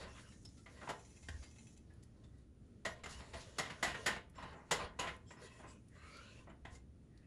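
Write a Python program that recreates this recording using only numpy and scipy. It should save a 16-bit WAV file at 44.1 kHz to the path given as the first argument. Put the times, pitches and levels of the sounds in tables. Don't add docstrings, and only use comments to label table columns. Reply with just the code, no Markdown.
import sys
import numpy as np
from scipy import signal
from scipy.fft import rfft, irfft, next_fast_len
from scipy.io import wavfile
from scipy.ndimage import uniform_filter1d

SR = 44100
rng = np.random.default_rng(int(sys.argv[2]) if len(sys.argv) > 2 else 0)


def output_pcm(signal):
    pcm = np.clip(np.atleast_2d(signal).T, -1, 1) * 32767
    wavfile.write(sys.argv[1], SR, np.round(pcm).astype(np.int16))


def makeup_ratio(level_db):
    decades = np.asarray(level_db, float) / 20
    return 10 ** decades


N = 320166
T = np.arange(N) / SR
SPAN = 32768

# (pitch [Hz], level [dB], decay t60 [s])
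PAN_MODES = [(198, -4, 0.3), (434, -8, .3), (503, -6, .25), (935, -8, .3), (720, -9, 0.2), (1060, -4, 0.3),
             (1190, -7, 0.3), (1620, -10, 0.3), (1952, -3, 0.25), (2100, -7, 0.17), (2600, -12, 0.25),
             (2960, -3, 0.35), (3322, -8, 0.4), (3472, -17, 0.4), (3760, -11, 0.121), (4040, -9, 0.2),
             (4540, -12, 0.23), (4900, -18, 0.25), (5480, -8, 0.35), (5712, -13, 0.093), (5930, -13, 0.4),
             (6519, -15, 0.46), (6880, -8, 0.25), (7040, -3, 0.4), (8060, -14, 0.2), (9470, -13, 0.3),
             (10030, -16, 0.24), (10410, -23.5, 0.14), (10580, -20, 0.16), (10730, -21, 0.18),
             (11120, -10, 0.4)]
LONGEST_T60 = 0.4


def colour(x, *spectra):
    size = next_fast_len(x.shape[-1] + 4096)
    log_hz = np.log(np.arange(4097) * SR / 8192 + 1)
    db = 0
    for points in spectra:
        hz, level_db = np.array(points).T
        db = db + np.interp(log_hz, np.log(hz), level_db)
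    cepstrum = irfft(db * np.log(10) / 20)
    cepstrum[1:4096] *= 2
    cepstrum[4097:] = 0
    response = irfft(np.exp(rfft(cepstrum)))[:4096]
    return irfft(rfft(x, size) * rfft(response, size), size)[..., :x.shape[-1]]


def flat_top(points, top_hz=16000):
    return list(points[:-2]) + [(top_hz, points[-3][1])]


def unit(x):
    return x / np.sqrt(np.mean(x ** 2))


def walk(rate, size=N):
    hold = int(SR / rate)
    steps = np.repeat(rng.standard_normal(size // hold + 2), hold)
    return 1.355 * uniform_filter1d(steps, hold)[hold // 2:][:size]


def sway(spread_db, rate):
    return np.repeat(makeup_ratio(spread_db * walk(32 * rate, size=N // 32 + 1)), 32)[:N]


def ring(x, hz, t60):
    radius = np.exp(-np.log(1000) / (t60 * SR))
    turn = 2 * np.pi * hz / SR
    return signal.lfilter([0, np.sin(turn)], [1, -2 * radius * np.cos(turn), radius ** 2], x)


def grit(size, scatter_db):
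    strength_db = scatter_db * np.minimum(rng.exponential(size=size), 3.5)
    return rng.standard_normal(size) * makeup_ratio(strength_db)


def efforts(table, column, rise_db_s, fall_db_s, rest_db):
    t = T[::128]
    power = makeup_ratio(2 * rest_db)
    for row in table:
        start, hold = row[0], row[1]
        early = np.maximum(start - t, 0)
        late = np.maximum(t - start - hold, 0)
        power = power + makeup_ratio(2 * (row[column] - rise_db_s * early - fall_db_s * late))
    return np.interp(T, t, 10 * np.log10(power))


def kitchen():
    # (frequency [Hz], level [dB per Hz])
    rumble_colour = [(15, -62.5), (25, -41.5), (58, -4), (92, -2.5), (121, -3.5), (145, -9.5), (207, -7.5),
                     (311, -13), (492, -22.5), (1030, -38.5), (1330, -34.5), (1430, -38), (8100, -49.5),
                     (9440, -47), (11000, -57), (14300, -90.5), (22000, -120)]
    # (pitch [Hz], level [dB])
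    hums = [
        (119, -71),
        (9216, -93.5),
    ]
    noise = colour(rng.standard_normal(N), flat_top(rumble_colour)) * makeup_ratio(0.92 * walk(9.7))
    tones = sum(makeup_ratio(db + 1) * np.sin(2 * np.pi * hz * T) for hz, db in hums)
    return unit(noise) * makeup_ratio(-62.5) + tones


def patches(x, edges_hz, patchy_db, rate):
    spectrum = rfft(x)
    band = np.searchsorted(edges_hz, np.arange(N // 2 + 1) * SR / N)
    out = 0
    for k in range(len(edges_hz) + 1):
        out = out + irfft(spectrum * (band == k), N) * sway(patchy_db, rate)
    return out


def scrape():
    # (start [s], hold [s], wall scrape level [dB], sauce hiss level [dB])
    strokes = [(0, 0.034, -53.5, -61), (.08, 0.14, -70.5, -67.5), (.2, .15, -73, -69),
               (.37, 0.28, -100, -73.5), (.7, 0.12, -67, -70), (.82, 0.076, -64, -67.5),
               (.94, 0.33, -80, -69), (1.29, 0.13, -70, -68), (1.47, 0.27, -94, -69.5),
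               (1.82, .6, -82, -87.5), (2.92, 0.077, -66.5, -78), (3.09, 0.11, -73, -63.5),
               (3.2, 0.16, -62, -70), (3.37, 0.049, -61, -63), (3.43, 0.16, -66.5, -67.5),
               (3.58, 0.31, -62, -68.5), (3.97, 0.2, -58, -66), (4.36, 0.03, -67.5, -84),
               (4.4, 0.11, -60.5, -71.5), (4.51, 0.2, -82, -80.5), (4.73, 0.038, -57, -65),
               (4.8, 0.047, -52.5, -63), (5.0, 0.16, -69, -74), (5.3, 0.055, -84, -74),
               (5.42, 0.045, -58.5, -61.5), (5.5, 0.14, -66, -71), (5.69, 0.043, -66, -70),
               (5.75, 0.24, -81, -85), (5.96, 0.48, -68, -74.5), (6.08, 0.33, -83, -72),
               (6.62, 0.06, -83, -92), (6.73, 0.035, -71.5, -65.5), (6.82, 0.62, -90, -101)]
    # (frequency [Hz], level [dB per Hz])
    wall_colour = [(240, -26), (400, -4.5), (606, 2), (780, -18.5), (1040, -3.5), (1120, -6), (2740, -9),
                   (4500, -11.5), (5850, -28), (9900, -120)]
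    # (frequency [Hz], level [dB per Hz])
    sauce_colour = [(2060, -16.5), (3500, -10.5), (4700, -9.5), (5700, -3), (6980, -3), (7900, -7.5),
                    (8570, -5.5), (9480, -4.5), (11000, -15.5), (14300, -42.5), (22000, -120)]
    wall_db = efforts(strokes, column=2, rise_db_s=458, fall_db_s=240, rest_db=-100)
    hiss_db = efforts(strokes, column=3, rise_db_s=458, fall_db_s=480, rest_db=-92)
    hiss_db = np.minimum(hiss_db, -61)

    rub = grit(N, 3.8) * makeup_ratio(2 * walk(25))
    modes = 0
    for hz, db, t60 in PAN_MODES:
        modes = modes + ring(rub * makeup_ratio(db - 37) * sway(4, 9), hz, min(t60, LONGEST_T60) * 0.12)
    wall = unit(colour(rub + modes, wall_colour))
    wall = patches(wall, [650, 900, 1200, 1600, 2100, 2800, 3600], patchy_db=2.2, rate=16)
    wet = grit(N, 3.4) * makeup_ratio(walk(30)) + 0.82 * modes
    hiss = unit(colour(wet, flat_top(sauce_colour)))
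    hiss = patches(hiss, [4500, 5600, 6800, 8400, 10000], patchy_db=2, rate=18)
    return wall * makeup_ratio(wall_db - 2) + hiss * makeup_ratio(hiss_db - 3)


def gliding(hz, width_hz):
    sos = signal.butter(1, width_hz / 2, fs=SR, output="sos")
    noise = [1, 1j] @ rng.standard_normal((2, SPAN + 4096))
    drive = signal.sosfilt(sos, noise[:len(hz)])
    return unit((drive * np.exp(2j * np.pi * np.cumsum(hz) / SR)).real)


def squeaks():
    # (start [s], length [s],
    # first pitch [Hz], glide [Hz per s], level [dB])
    singles = [(0.14, 0.06, 1220, 0, -70), (0.255, 0.05, 1330, 300, -71), (0.172, 0.04, 1640, 0, -68),
               (0.23, .1, 2850, 0, -73), (0.225, .04, 1580, 0, -71), (0, 0.065, 2100, 0, -67),
               (0.13, 0.07, 3380, 0, -73), (0.02, .16, 2750, 0, -72), (0.06, .07, 1800, 0, -70),
               (1.307, 0.08, 1705, 703, -70), (2.88, .07, 5950, 0, -73), (2.87, .05, 7050, 0, -70),
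               (2.88, .07, 11100, 0, -76), (3.035, 0.013, 7100, 0, -58), (3.057, 0.013, 7100, 0, -62),
               (3.105, 0.015, 7000, 0, -68), (3.11, .1, 2830, 200, -66), (4.35, .04, 7550, 0, -76),
               (4.35, .08, 5400, 0, -77), (4.43, 0.09, 2950, 0, -70), (4.44, 0.07, 1000, 0, -64),
               (5.265, 0.08, 5300, 0, -76), (5.26, 0.07, 3200, 0, -78), (5.365, 0.05, 5200, 0, -76),
               (5.26, 0.09, 7500, 0, -74), (5.42, 0.045, 9600, 0, -75), (5.585, 0.04, 9600, 0, -78),
               (5.67, 0.05, 4950, 0, -76), (5.66, 0.07, 7700, 0, -75), (5.48, 0.13, 1950, 0, -74),
               (5.39, 0.43, 2600, -100, -75), (6.49, .03, 7200, 0, -83), (6.745, 0.02, 4750, 0, -76),
               (7.09, 0.2, 1860, -42, -81), (7.22, 0.06, 2600, 600, -84)]
    # (start [s], length [s], first pitch [Hz], level [dB])
    streaks = [(5.892, 0.15, 1874, -74.5), (5.94, 0.4, 1152, -65), (5.902, 0.18, 1700, -82),
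               (5.933, 0.32, 4030, -77.5), (5.972, 0.17, 2620, -73), (5.988, 0.28, 2147, -67),
               (6.092, 0.13, 4540, -71.5), (6.147, 0.21, 2790, -72.5), (6.183, 0.17, 4180, -74.5),
               (6.195, 0.18, 3770, -76), (6.234, 0.21, 2570, -68.5), (5.946, 0.36, 1520, -87),
               (6.085, 0.15, 2125, -73)]
    rows = [(s, length, hz, glide, 100, db) for s, length, hz, glide, db in singles]
    rows += [(s, length, hz, 900, 0.055 * hz, db) for s, length, hz, db in streaks]
    out = np.zeros(N + SPAN)
    for start, length, first_hz, glide, width_hz, db in rows:
        flutter = walk(45, size=SPAN + 4096)
        waver = walk(18, size=SPAN + 4096)
        along = np.linspace(0, 1, min(int(length * SR), len(waver)))
        count = len(along)
        swell = np.clip(4 * np.minimum(along, 1 - along), 0, 1) * makeup_ratio(1.3 * flutter[:count])
        hz = (first_hz + glide * length * along) * (1 + 0.008 * waver[:count])
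        out[int(start * SR):][:count] += makeup_ratio(db) * swell * gliding(hz, width_hz)
    return out[:N]


def stove():
    # (start [s], hold [s], level [dB])
    shifts = [(0, 0.14, -56), (.45, 0.017, -59), (1.27, 0.14, -57), (1.77, .03, -62), (2.27, .03, -65),
              (2.48, 0.018, -67), (2.62, 0.016, -63), (2.89, 0.026, -59), (3.05, 0.14, -56),
              (3.34, 0.018, -55), (3.88, 0.031, -53), (4.09, 0.073, -56), (4.37, 0.12, -57.5),
              (4.74, 0.12, -53), (5.05, 0.078, -54), (5.66, .02, -60), (6.36, 0.15, -64),
              (6.68, 0.034, -51.5), (6.9, 0.045, -66)]
    thud_db = efforts(shifts, column=2, rise_db_s=166, fall_db_s=143, rest_db=-65.5)
    boom = ring(ring(rng.standard_normal(N), 68.5, 0.13), 68, 0.041)
    return unit(boom) * makeup_ratio(thud_db - 3.5)


def blows(table, bass_db, modes_db, damping, spread_db, favour_db, favour_span, rise, scatter_db):
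    # (frequency [Hz], level [dB per Hz])
    metal_colour = [(71, -53.5), (120, 0), (346, -5.5), (723, -2.5), (1730, -6), (2010, -2), (2290, -9),
                    (3040, -8), (6120, -20), (6860, -16.5), (11000, -27.5), (14300, -66.5), (22000, -120)]
    bass_per_peak = -0.52
    top_per_peak = 0.69
    out = np.zeros(N + SPAN)
    t = np.arange(SPAN // 3) / SR
    click = 1.0 * (t == 0)
    modes = np.array([makeup_ratio(db + modes_db) * ring(click, hz, min(t60, LONGEST_T60) * damping)
                      for hz, db, t60 in PAN_MODES])
    for s, peak_db, hz, treble_db, length in table:
        attack = (1 - np.exp(-t / rise)) ** 2
        push = grit(len(t), scatter_db) * attack * np.exp(-np.log(1000) * t / max(length, 0.005))
        gains = makeup_ratio(spread_db * (2 * rng.random(len(PAN_MODES)) - 3.5))
        body = signal.fftconvolve(push, click + gains @ modes)[:len(t)]
        favour = [(hz / favour_span, 0), (hz / 1.035, favour_db),
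                  (hz * 1.035, favour_db), (hz * favour_span, 0)]
        low_db = bass_db + bass_per_peak * (peak_db + 46.5)
        top_db = treble_db + top_per_peak * (peak_db + 29.5) + 24.5
        tilt = [(130, low_db + 0.5), (200, low_db + 3), (620, 0.0029), (2500, 0.0038),
                (5000, treble_db + 17), (10000, treble_db + 18.5), (14000, top_db)]
        body = colour(body, flat_top(metal_colour), favour, tilt)
        loudest = np.sqrt(uniform_filter1d(body ** 2, 200).max())
        i = max(int((s - rise) * SR), 0)
        out[i:i + len(t)] += body * makeup_ratio(peak_db) / loudest
    return out[:N]


def shoves():
    # (time [s], peak level [dB], favoured pitch [Hz], treble [dB], length [s])
    slides = [(.002, -45.5, 1390, -18, 0.38), (.075, -49, 604, -23, 0.075), (.16, -54, 2500, -20, 0.11),
              (.185, -52, 2500, -15, .1), (.83, -46, 553, -40, 0.17), (.897, -33, 756, -14.5, 0.089),
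              (3.095, -45, 1480, 0.5, 0.28), (3.195, -47, 890, -32, 0.26), (3.4, -49, 3750, -5.5, 0.26),
              (3.63, -41.5, 2250, -11.5, 0.27), (3.706, -39, 1690, -14.5, 0.073),
              (3.865, -37, 2770, -17, 0.31), (3.95, -36.5, 1580, -18, 0.084), (4.1, -39.5, 2750, -16, 0.25),
              (4.75, -42, 2960, -12, 0.22), (4.42, -43, 990, -28, 0.33), (4.52, -47.5, 860, -58, 0.47),
              (4.79, -39.5, 1050, -37, 0.36), (5.03, -37, 1070, -31, 0.23), (5.075, -35, 2110, -19, 0.11),
              (5.365, -50.5, 990, -29, 0.41), (5.6, -49, 800, -42, 0.14), (5.636, -45.5, 1020, -56, 0.13),
              (6.48, -47, 633, -56, 0.053), (6.5, -47.5, 1050, -35, 0.1)]
    return blows(slides, bass_db=7.5, modes_db=-35.5, damping=0.15, spread_db=4, favour_db=8.5,
                 favour_span=3.6, rise=0.012, scatter_db=3.5)


def ticks():
    # (time [s], peak level [dB], favoured pitch [Hz], treble [dB], rattle length [s])
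    taps = [(0.158, -55, 2800, -12, 0.06), (0.185, -54, 3300, -11, 0.05), (0.272, -53, 2820, -22, 0.04),
            (0.323, -50.5, 1786, -12, 0.06), (0.452, -40.5, 5290, 1.5, 0.041),
            (0.572, -54.5, 1350, -3, 0.15), (0.77, -46, 1930, -15, 0.13), (1.227, -53.5, 2170, -8, 0.21),
            (1.4286, -49, 4830, -11, 0.16), (1.425, -48.5, 2110, -8, 0.17), (1.561, -53.5, 2560, -12, 0.05),
            (1.902, -55.5, 1730, -45, 0.097), (2.0288, -55.5, 1930, 1, 0.037),
            (2.2394, -55.5, 3580, -9, 0.079), (2.856, -40, 6940, 3, 0.072), (3.589, -29, 6900, 4, 0.073),
            (3.59, -38, 5570, 0, 0.12), (3.832, -28, 7050, 4, 0.066), (4.067, -33, 7000, 4, 0.09),
            (4.354, -56, 5300, -11, 0.06), (4.426, -47.5, 4000, -8, 0.067), (4.53, -53.5, 2980, -12, 0.068),
            (4.716, -24, 7000, 5, 0.07), (4.996, -29, 6900, -2, 0.028), (5.31, -52, 3350, -4, 0.059),
            (6.5, -53, 2960, -23, 0.043), (5.282, -57, 7350, -7, 0.28), (5.321, -49, 7540, 15, 0.046),
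            (5.685, -50, 7800, 13, 0.16), (5.705, -53, 7550, 10, 0.086), (6.705, -61, 7660, 6, 0.1),
            (6.73, -62, 5320, -3, 0.078), (6.746, -55, 7020, 4, 0.1), (6.752, -51, 2060, -6.5, 0.053)]
    return blows(taps, bass_db=-10, modes_db=-70, damping=0.15, spread_db=3, favour_db=13.5,
                 favour_span=1.05, rise=0.0043, scatter_db=4.5)


def snaps():
    # (time [s], peak level [dB], pitch [Hz])
    threads = [(0.4894, -49, 5280), (1.775, -47, 7400), (1.9031, -64, 5260), (1.937, -56, 9560),
               (2.0344, -51, 9210), (2.3844, -58, 9210), (4.297, -61, 10500), (4.298, -49, 13500),
               (5.165, -47.5, 9230), (5.884, -52, 9400), (6.169, -44.5, 4070), (7.175, -51.5, 4350),
               (7.2094, -71, 4400)]
    out = np.zeros(N + SPAN)
    t = np.arange(1024) / SR
    for s, peak_db, hz in threads:
        peaked = [(hz / 10, -30), (hz / 1.1, -5), (hz, 0), (hz * 1.14, -6), (hz * 2.9, -15)]
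        burst = colour(grit(len(t), 6.9) * np.exp(-t / 0.0038), peaked)
        out[int(s * SR):][:len(t)] += burst * makeup_ratio(peak_db - 4.5) / np.abs(burst).max()
    return out[:N]


def knocks():
    # (time [s], peak level [dB], favoured pitch [Hz], treble [dB], rattle length [s])
    hits = [(0.66, -47.5, 2090, -20, 0.18), (0.813, -45, 1360, -61, 0.23), (0.874, -37, 990, -37, 0.15),
            (1.286, -36.5, 1780, -13, 0.041), (2.851, -30, 1960, -16.5, 0.11), (2.853, -33, 585, -18, 0.18),
            (3.036, -40.5, 2150, -13, 0.11), (3.059, -38.5, 1250, -16.5, 0.085),
            (3.334, -42.5, 980, -15, 0.13), (3.342, -42, 695, -16, 0.16), (3.338, -45, 1980, -15, 0.13),
            (3.584, -30, 1960, -8, 0.12), (3.585, -29.5, 1130, -12, 0.057), (3.595, -30, 706, -25, 0.1),
            (3.827, -26, 1960, -11.5, 0.24), (3.828, -26.5, 1140, -17, 0.036),
            (3.84, -30.5, 720, -26, 0.22), (4.061, -23.5, 1952, -9, 0.13), (4.062, -29, 1550, -16, 0.088),
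            (4.075, -29, 202, -27, 0.14), (4.163, -40, 2230, -24, 0.066), (4.381, -40.5, 990, -25, 0.2),
            (4.714, -25.5, 480, -13, 0.15), (4.711, -21.5, 974, -10.5, 0.06), (4.72, -31, 410, -35, 0.067),
            (4.716, -36, 2100, -14, 0.11), (4.99, -32, 1080, -16, 0.26), (4.993, -33, 2870, -13.5, 0.16),
            (5.306, -45, 211, -33, 0.15), (5.306, -58, 2110, -18, 0.042), (6.497, -64, 1990, -29, 0.073),
            (6.651, -42.5, 2020, -25, 0.044), (6.652, -45.5, 3230, -22, 0.065),
            (6.653, -47, 720, -24, 0.25)]
    return blows(hits, bass_db=4, modes_db=-26, damping=0.22, spread_db=10, favour_db=9,
                 favour_span=1.25, rise=0.0015, scatter_db=0.5)


def judder():
    # (time [s], peak level [dB])
    slips = [(0.992, -59.5), (1.049, -61.5), (1.102, -63.5), (1.163, -60.5), (1.228, -60), (1.362, -66),
             (1.432, -57.5), (1.511, -61.5), (1.584, -57.5), (1.669, -59), (1.765, -64)]
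    # (pitch [Hz], level [dB], decay t60 [s])
    blade_modes = [(870, -9, 0.04), (2160, -12, 0.03), (2600, -7, 0.04), (3280, -14, 0.02),
                   (4100, -11, 0.02), (6080, -3, 0.02), (7170, -2, 0.025), (9600, -8, 0.008)]
    since = T - np.array(slips)[:, :1]
    fades = (since > 0) * np.exp(-np.abs(since) / 0.018)
    push = grit(N, 1.7) * (makeup_ratio(np.array(slips)[:, 1]) @ fades)
    modes = sum(makeup_ratio(db) * ring(push, hz, t60) / np.sqrt(t60 * SR / 28) for hz, db, t60 in blade_modes)
    dry_rub = colour(push, [(700, -23), (2000, 9), (5000, -4), (11000, -30)])
    return (modes + makeup_ratio(-3) * dry_rub) * makeup_ratio(-10.5)


def bounces():
    # (time [s], pitch [Hz], peak level [dB])
    landings = [
        (1.309, 81, -44),
        (1.352, 72, -42.5),
        (1.408, 66.1, -46.5),
    ]
    out = 0
    for s, hz, db in landings:
        swell = np.exp(-0.5 * ((T - s) / 0.011) ** 2)
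        out = out + makeup_ratio(db) * swell * np.sin(2 * np.pi * (hz * T + rng.random()))
    return out


def room(x, wet_db):
    # (band centre [Hz], decay t60 [s])
    decays = [(250, 0.38), (1000, 0.26), (3000, 0.18), (8000, 0.14)]
    t = np.arange(SPAN) / SR
    tail = 0
    for hz, t60 in decays:
        sos = signal.butter(1, [hz / 1.6, hz * 2.23], "band", fs=SR, output="sos")
        band = signal.sosfilt(sos, rng.standard_normal(SPAN))
        tail = tail + band * np.exp(-np.log(1000) * t / t60)
    tail = tail * np.clip(t / 0.0082, 0, 1)
    power = np.abs(rfft(tail)[1:]) ** 2
    lumps_db = 10 * np.log10(uniform_filter1d(power, size=30) / uniform_filter1d(power, size=500))
    tail = colour(tail, np.c_[np.arange(1, len(power) + 1) * SR / SPAN, -lumps_db])
    return x + makeup_ratio(wet_db) * signal.fftconvolve(x, tail / np.sqrt(np.sum(tail ** 2)))[:N]


def scene():
    struck = (knocks() + shoves()) * makeup_ratio(-8.5) + ticks() * makeup_ratio(-15)
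    near = room(struck + snaps() + judder(), wet_db=-8.5)
    under = scrape() + squeaks() + stove() + bounces() + kitchen()
    return (near + under)[None]


def roll_off(x):
    return signal.sosfilt(signal.butter(12, 15760, fs=SR, output="sos"), x)


def record(dry):
    # (frequency [Hz], gain [dB])
    port = [(8000, 1), (8420, -2.5), (8520, -22), (8640, -12), (9000, 0.5), (11100, 2.5), (11600, -15),
            (12000, -28.5), (12400, -35.5), (13000, -10), (13900, -19.5), (14700, -21), (15600, -46),
            (16000, -78.5)]
    return roll_off(colour(dry, port))


dry = scene()
out = record(dry)
output_pcm(out)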